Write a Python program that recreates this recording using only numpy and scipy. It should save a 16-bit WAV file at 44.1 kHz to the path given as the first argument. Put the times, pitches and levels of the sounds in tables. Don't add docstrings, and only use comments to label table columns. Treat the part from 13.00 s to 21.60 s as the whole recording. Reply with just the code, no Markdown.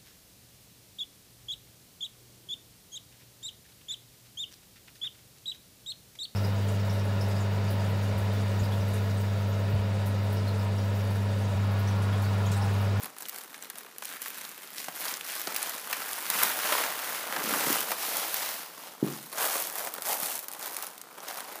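import sys
import numpy as np
from scipy import signal
from scipy.fft import rfft, irfft
from scipy.io import wavfile
from scipy.ndimage import uniform_filter1d

SR = 44100
rng = np.random.default_rng(int(sys.argv[2]) if len(sys.argv) > 2 else 0)


def to_wav(s):
    ch = np.atleast_2d(s).T
    pcm = np.round(np.clip(ch, -1, 1) * 32767)
    wavfile.write(sys.argv[1], SR, pcm.astype(np.int16))


N = 379260
T = np.arange(N) / SR

# (frequency [Hz], level [dB])
FLAP_COLOUR = [(40, -14), (90, -17), (135, -8.5), (170, -4.5), (220, 0.5), (320, -1), (500, 3.5),
               (1200, -32.5)]
# (peak time [s], rise [s], fall [s],
# relative crease crackle [dB], relative panel rustle [dB], hollow croak [dB])
PALM_STROKES = [(6.43, 0.043, 0.043, -28.5, -31, -49), (6.55, 0.1, 0.094, -30, -38.5, -45),
                (6.801, 0.056, 0.058, -34.5, -39.5, -50), (6.86, 0.014, 0.022, -43, -52, -46),
                (6.95, 0.047, 0.075, -44, -45.5, -59), (7.1, .035, 0.048, -28.5, -35.5, -37.5),
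                (7.23, 0.033, 0.021, -33, -40, -52), (7.3, 0.078, 0.071, -32.5, -43, -49.5),
                (7.54, 0.063, 0.054, -50, -50, -54.5), (7.65, 0.041, 0.048, -36.5, -42, -51.5),
                (7.8, 0.12, 0.078, -40, -46, -57), (8.22, 0.077, 0.078, -50, -47, -56),
                (8.3, 0.036, .03, -38, -42.5, -55), (8.39, 0.047, 0.032, -38.5, -43, -61),
                (8.54, 0.098, 0.055, -42, -44.5, -53)]


def rustle():
    # (time [s], panel treble minus bass [dB], crease treble minus bass [dB])
    tension = [(0, 1, 2), (1.3, 8.5, 0), (2.7, 2, -1.5), (3.4, 10.5, 4.5), (3.8, 0.5, -1), (4.1, 5, 1.5),
               (5.2, -3.5, -0.5), (5.5, 2.5, -1), (5.9, -11.5, -4), (6.4, 0, 3), (7.35, -4.5, 5),
               (7.8, -2.5, 1), (8.6, -4.5, -3.5)]
    # (time [s], share of the crease sound that is hiss [0-1])
    gliding = [(0, 0), (2.8, 0.22), (3.6, 0.62), (4.1, 0.56), (4.6, 0.38), (5.0, 0.7), (5.35, 0.7),
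               (5.9, 0.58), (6.3, 0.18), (8.6, 0)]
    # (frequency [Hz], level [dB])
    crease_colour = [(500, -41), (1500, 2.5), (3000, -2), (5000, -3), (7500, -3.5), (10000, 0),
                     (13000, 1.5), (15500, 2)]
    panel_colour = [(150, -18), (350, -8.5), (600, -1), (1000, 0.5), (1500, -0.5), (2300, -5), (4000, -8.5),
                    (9000, -16.5)]
    hiss_colour = [(800, -16.5), (2000, 0.5), (4800, -0.5), (6500, -1.5), (8300, -4.5), (10500, 1),
                   (12500, 0), (15500, 4)]

    crease_db, panel_db, flutter_db = handling()
    panel_tilt, crease_tilt = curves(tension)
    brisk = np.clip(.5 + .02 * (crease_db + 40), .22, .75)

    folds = runs(count=400, spread_db=3.6, run_s=.022)
    ticks = shower(*folds, low_hz=4500, high_hz=17800, mean_decay_s=0.00065, q=0.53, size=256)
    small_folds = runs(count=2000, spread_db=1.2, run_s=.005)
    wash = shower(*small_folds, low_hz=2600, high_hz=14900, mean_decay_s=0.0019, q=0.52, size=256)
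    jolts = shower(*folds, low_hz=620, high_hz=2900, mean_decay_s=0.0026, q=0.28, size=512)
    small_bends = runs(count=1000, spread_db=0.5, run_s=.012)
    ripples = shower(*small_bends, low_hz=452, high_hz=3220, mean_decay_s=0.0019, q=0.65, size=512)
    sheet_bends = runs(count=250, spread_db=1.0, run_s=.05)
    flutter = shower(*sheet_bends, low_hz=151, high_hz=500, mean_decay_s=0.0046, q=0.6, size=2048)

    creases = unit(colour(blend(ticks, wash, brisk), crease_colour))
    hiss = unit(colour(rng.standard_normal(N), hiss_colour))
    hiss_share = np.clip(curves(gliding)[0], 0, 1)
    creases = blend(creases, hiss, hiss_share)
    panels = unit(colour(blend(jolts, ripples, brisk), panel_colour))
    flutter = unit(colour(flutter, FLAP_COLOUR))
    return (tilt(creases, 5400, crease_tilt) * undb(crease_db - 0.48)
            + tilt(panels, 1430, panel_tilt) * undb(panel_db - 1.02)
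            + flutter * undb(flutter_db - 3.0))


def handling():
    # (peak time [s], rise [s], fall [s],
    # relative crease crackle [dB], relative panel rustle [dB])
    tugs = [(.04, 0.11, 0.032, -43, -46), (.22, 0.027, 0.055, -45, -49.5), (.37, 0.047, 0.068, -43.5, -48),
            (.55, 0.026, 0.021, -48, -51), (.63, 0.016, 0.028, -45.5, -48), (.78, 0.028, .04, -46, -49.5),
            (.86, .02, .02, -58, -49), (1.05, 0.025, 0.053, -40, -63), (1.13, 0.036, 0.046, -42.5, -43),
            (1.26, 0.032, 0.03, -38, -51), (1.41, 0.14, 0.098, -41, -46),
            (1.66, 0.087, 0.091, -45.5, -49.5), (1.79, 0.027, 0.066, -36.5, -46.5),
            (2.07, 0.082, 0.078, -33, -39.5), (2.31, 0.046, 0.13, -33.5, -42.5),
            (2.49, .02, 0.043, -43, -40), (2.62, 0.083, 0.17, -34.5, -40), (2.95, 0.063, 0.11, -36.5, -39),
            (3.14, .1, 0.22, -36.5, -40), (5.84, .07, 0.08, -42, -49), (6.07, 0.032, 0.066, -41, -43.5),
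            (6.15, 0.082, 0.11, -42, -57)]
    # (peak time [s], rise [s], fall [s],
    # relative crease crackle [dB], relative panel rustle [dB], relative flutter [dB])
    swings = [(3.43, 0.09, 0.074, -27.5, -29, -46), (3.74, 0.14, 0.12, -27.5, -31, -51.5),
              (4.13, 0.21, 0.14, -34, -36.5, -71), (4.36, 0.058, 0.045, -36.5, -34, -44),
              (4.5, 0.073, 0.16, -30.5, -33.5, -39.5), (4.73, 0.12, 0.089, -27, -34, -48),
              (4.91, 0.03, .03, -32, -37, -48.5), (5.04, 0.055, .06, -30, -40, -55),
              (5.18, 0.091, 0.091, -29.5, -38, -51), (5.42, 0.13, 0.14, -30.5, -39, -66)]
    rest_crease_db, rest_panel_db = -58.5, -54.5
    flutter_floor_db, flutter_follow = -54.5, 0.42

    moves = [*tugs, *swings, *PALM_STROKES]
    crease = movements(moves, column=3) + undb(rest_crease_db) ** 2
    panel = movements(moves, column=4) + undb(rest_panel_db) ** 2
    stir = panel / undb(-40) ** 2
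    flutter = movements(swings, column=5) + undb(flutter_floor_db) ** 2 * stir ** flutter_follow
    return 10 * np.log10([crease, panel, flutter])


def movements(rows, column):
    swell_shape = 1.74
    t = T[::100]
    power = 0
    for row in rows:
        peak_s, rise_s, fall_s = row[:3]
        distance = np.abs((t - peak_s) / np.where(t < peak_s, rise_s, fall_s))
        power = power + undb(row[column]) ** 2 * np.exp(-distance ** swell_shape)
    return np.interp(T, t, power)


def snaps():
    # (time [s], relative level [dB], ring of the crack [Hz])
    crease_snaps = [(0.0348, -23.5, 12400), (0.057, -24, 12000), (0.1845, -25.5, 10500),
                    (0.208, -28, 11200), (0.2229, -26, 8200), (0.255, -27.5, 3300), (0.2852, -22, 14300),
                    (0.295, -19.5, 13600), (0.3607, -27, 10400), (0.385, -25.5, 10800),
                    (0.625, -25.5, 7400), (0.7004, -22.5, 11400), (0.7843, -25, 9850), (0.9832, -24, 11100),
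                    (1.054, -24, 9800), (1.2183, -21, 11700), (1.4506, -25.5, 3740), (1.7822, -23.5, 4760),
                    (1.9604, -25, 10100), (2.0074, -22, 11300), (2.082, -20.5, 4300), (2.14, -20.5, 4440),
                    (2.2104, -22.5, 3080), (2.4156, -17, 14200), (2.472, -20, 5500), (2.546, -20, 10200),
                    (2.5629, -9.5, 14100), (2.6287, -14.5, 10200), (2.6948, -18.5, 14000),
                    (2.9118, -21, 13920), (2.928, -17, 14200), (3.1318, -19, 10200), (3.3012, -8.5, 13300),
                    (3.4336, -6, 13300), (4.4395, -18, 13800), (4.7275, -10, 13500), (4.806, -15, 12600),
                    (4.9162, -15.5, 13600), (5.1695, -13, 13100), (5.3428, -12.5, 13000),
                    (5.3675, -17, 11700), (6.332, -29, 12300), (6.6228, -17.5, 13200), (6.6714, -19, 12700),
                    (6.7846, -22, 12000), (6.871, -25.5, 8900), (6.9393, -18.5, 14600),
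                    (7.0217, -19, 10500), (7.232, -16.5, 11100), (7.3914, -21, 13000), (7.443, -26, 14300),
                    (7.4837, -21, 13500), (7.5155, -25, 9860), (7.5264, -28, 9850), (7.535, -24, 12700),
                    (7.7668, -17, 11600), (7.8248, -17.5, 15200), (7.868, -23, 10200), (7.9793, -27, 14900),
                    (8.015, -26, 9770), (8.1276, -36, 13800), (8.204, -32, 5900), (8.2838, -25, 5640)]
    s, db, hz = np.transpose(crease_snaps)
    crack = pops(hz, decay_s=0.00032, q=2.4, size=512) * undb(-17.5)
    shiver = pops(hz * 0.5, decay_s=0.0031, q=0.097, size=512) * undb(-19.0)
    return place(s, undb(db)[:, None] * (crack + shiver))


def buckles():
    # (time [s], relative level [dB], ring of the knock [Hz])
    panel_pops = [(0.06, -43, 840), (.543, -44, 2000), (.701, -46, 1710), (1.023, -40, 1380),
                  (1.259, -39.5, 1520), (1.883, -36.5, 980), (2.473, -37.5, 696), (2.929, -31, 1520),
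                  (3.302, -35, 1750), (3.429, -29, 1330), (3.723, -27, 1080), (3.781, -33, 1260),
                  (3.837, -31.5, 1370), (4.363, -32.5, 1000), (4.537, -29.5, 960), (4.918, -30.5, 900),
                  (6.333, -47, 800), (6.555, -33, 760), (6.872, -36, 670), (6.982, -40.5, 625),
                  (7.831, -42, 935)]
    s, db, hz = np.transpose(panel_pops)
    knock = pops(hz, decay_s=0.0049, q=0.64, size=2048) * undb(-5.0)
    rim = pops(hz * 5, decay_s=0.0052, q=0.15, size=2048) * undb(-10)
    return place(s, undb(db)[:, None] * (knock + rim))


def flaps():
    # (time [s], relative level [dB], ring [Hz])
    sheet_flaps = [(.031, -45, 178), (1.881, -47.5, 240), (2.472, -41.5, 265), (4.442, -39, 170),
                   (4.522, -35.5, 220), (4.669, -31.5, 198), (4.7, -31.5, 295), (7.223, -45.5, 170)]
    s, db, hz = np.transpose(sheet_flaps)
    puffs = undb(db - 7)[:, None] * pops(hz, decay_s=0.0061, q=0.81, size=4096)
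    return colour(place(s, puffs), FLAP_COLOUR)


def palm():
    # (frequency [Hz], level [dB])
    hollow_colour = [(200, -11), (450, -5.5), (620, 0.5), (800, 3), (1050, -4), (1600, -11), (4000, -40)]
    slip_runs = runs(count=700, spread_db=4.5, run_s=0.016)
    slips = shower(*slip_runs, low_hz=545, high_hz=1000, mean_decay_s=0.0018, q=0.98, size=512)
    push = np.sqrt(movements(PALM_STROKES, column=5))
    return unit(colour(slips, hollow_colour)) * push


def thud():
    # (time [s], relative level [dB])
    landing_s, landing_db = (6.027, -12)
    # (frequency [Hz], relative level [dB], time to fall by 60 dB [s])
    table_modes = [(142.7, -22, 0.5), (162, -8, 0.11), (211, -23, 0.51), (268, 16, 0.017), (310, -20, 0.26),
                   (361, -13, 0.11), (415, -40, 0.2)]
    t = np.maximum(T - landing_s, 0)
    ring = sum(undb(db - 60 * t / t60) * np.sin(2 * np.pi * hz * t) for hz, db, t60 in table_modes)
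    soft_push = 1 - np.exp(-t / 0.0047)
    knock = signal.sosfilt(signal.butter(2, 115, "high", fs=SR, output="sos"), ring * soft_push)
    boom_band = signal.butter(3, [135, 400], "band", fs=SR, output="sos")
    diffuse = unit(signal.sosfilt(boom_band, rng.standard_normal(N)))
    boom = diffuse * undb(-20.0 - 60 * t / .5) * (1 - np.exp(-t / .008))
    return undb(landing_db) * (knock + boom)


def studio(x, low_t60, high_t60, count):
    t = T[:SR // 2]
    path = rng.integers(0, count, N // 256 + 1)[np.arange(N) // 256]
    wet = 0
    for k in range(count):
        noise = rng.standard_normal(len(t))
        low = signal.sosfilt(signal.butter(1, 2500, fs=SR, output="sos"), noise)
        high = .4 * (noise - low)
        tail = low * undb(-60 * t / low_t60) + high * undb(-60 * t / high_t60)
        tail = tail * (t > .004)
        share = uniform_filter1d(1. * (path == k), size=256)
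        wet = wet + signal.fftconvolve(x * share, unit(tail) / np.sqrt(len(t)))[:N]
    return wet


def still_air():
    # (frequency [Hz], level [dB])
    air_colour = [(25, -39), (60, -42), (140, -7.5), (300, -5.5), (1000, -23), (4000, -8), (15000, -11)]
    return unit(colour(rng.standard_normal(N), air_colour)) * undb(-56.5)


def runs(count, spread_db, run_s):
    when, force = np.repeat(rng.random((count, 2)), repeats=4, axis=0).T
    starts = (np.arange(len(when)) // 4 + when) * N / SR / count
    delay, own = rng.random((len(when), 2)).T
    gain = undb(-spread_db * np.log((own + .03) * np.sqrt(force + .03)))
    return (starts + run_s * delay) % (N / SR), gain


def shower(times, gain, low_hz, high_hz, mean_decay_s, q, size):
    facet, damping = rng.random((len(times), 2)).T
    ring_hz = low_hz * (high_hz / low_hz) ** facet
    x = place(times, gain[:, None] * pops(ring_hz, mean_decay_s * (.5 + damping), q, size))
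    return x / np.sqrt(uniform_filter1d(x ** 2, size=4500) + 1e-9)


def pops(ring_hz, decay_s, q, size):
    t = np.arange(size) / SR
    burst = rng.standard_normal((len(ring_hz), size)) * np.exp(-t / np.reshape(decay_s, (-1, 1)))
    ratio = (np.arange(size // 2 + 1) + .5) * SR / size / ring_hz[:, None]
    resonance = 1 / (1 + 1j * q * (ratio - 1 / ratio)) ** 2
    return unit(irfft(rfft(burst) * resonance))


def place(times, sounds):
    index = np.maximum(times * SR, 0).astype(int)[:, None] + np.arange(sounds.shape[1])
    return np.bincount(index.ravel(), sounds.ravel(), N)[:N]


def colour(x, points):
    hz, db = np.transpose(points)
    size = 4096
    bin_hz = np.arange(size // 2 + 1) * SR / size
    gain = undb(np.interp(np.log(bin_hz + 1), np.log(hz), db))
    cepstrum = irfft(np.log(gain))
    cepstrum[1:size // 2] *= 2
    cepstrum[size // 2 + 1:] = 0
    return signal.oaconvolve(x, irfft(np.exp(rfft(cepstrum))))[:N]


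def tilt(x, hz, db):
    low = signal.sosfiltfilt(signal.butter(2, hz, fs=SR, output="sos"), x)
    return (low + (x - low) * undb(db)) / np.sqrt((1 + undb(2 * db)) / 2)


def blend(a, b, share):
    return np.sqrt(1 - share) * a + np.sqrt(share) * b


def curves(table):
    s, *columns = np.transpose(table)
    return [np.interp(T, s, c) for c in columns]


def unit(x):
    return x / np.sqrt(np.mean(x ** 2, axis=-1, keepdims=True) + 1e-20)


def undb(db):
    return 10 ** (np.asarray(db) / 20)


def scene():
    film = rustle() + snaps() + buckles() + flaps() + palm()
    walls = undb(-12) * studio(film, low_t60=.4, high_t60=.25, count=4)
    return (film + walls + thud() + still_air())[None]


def record(dry):
    top_hz = 15420
    x = signal.sosfilt(signal.butter(3, 105, "high", fs=SR, output="sos"), dry)
    return signal.sosfilt(signal.ellip(12, .2, 70, top_hz, fs=SR, output="sos"), x)


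dry = scene()
out = record(dry)
to_wav(out)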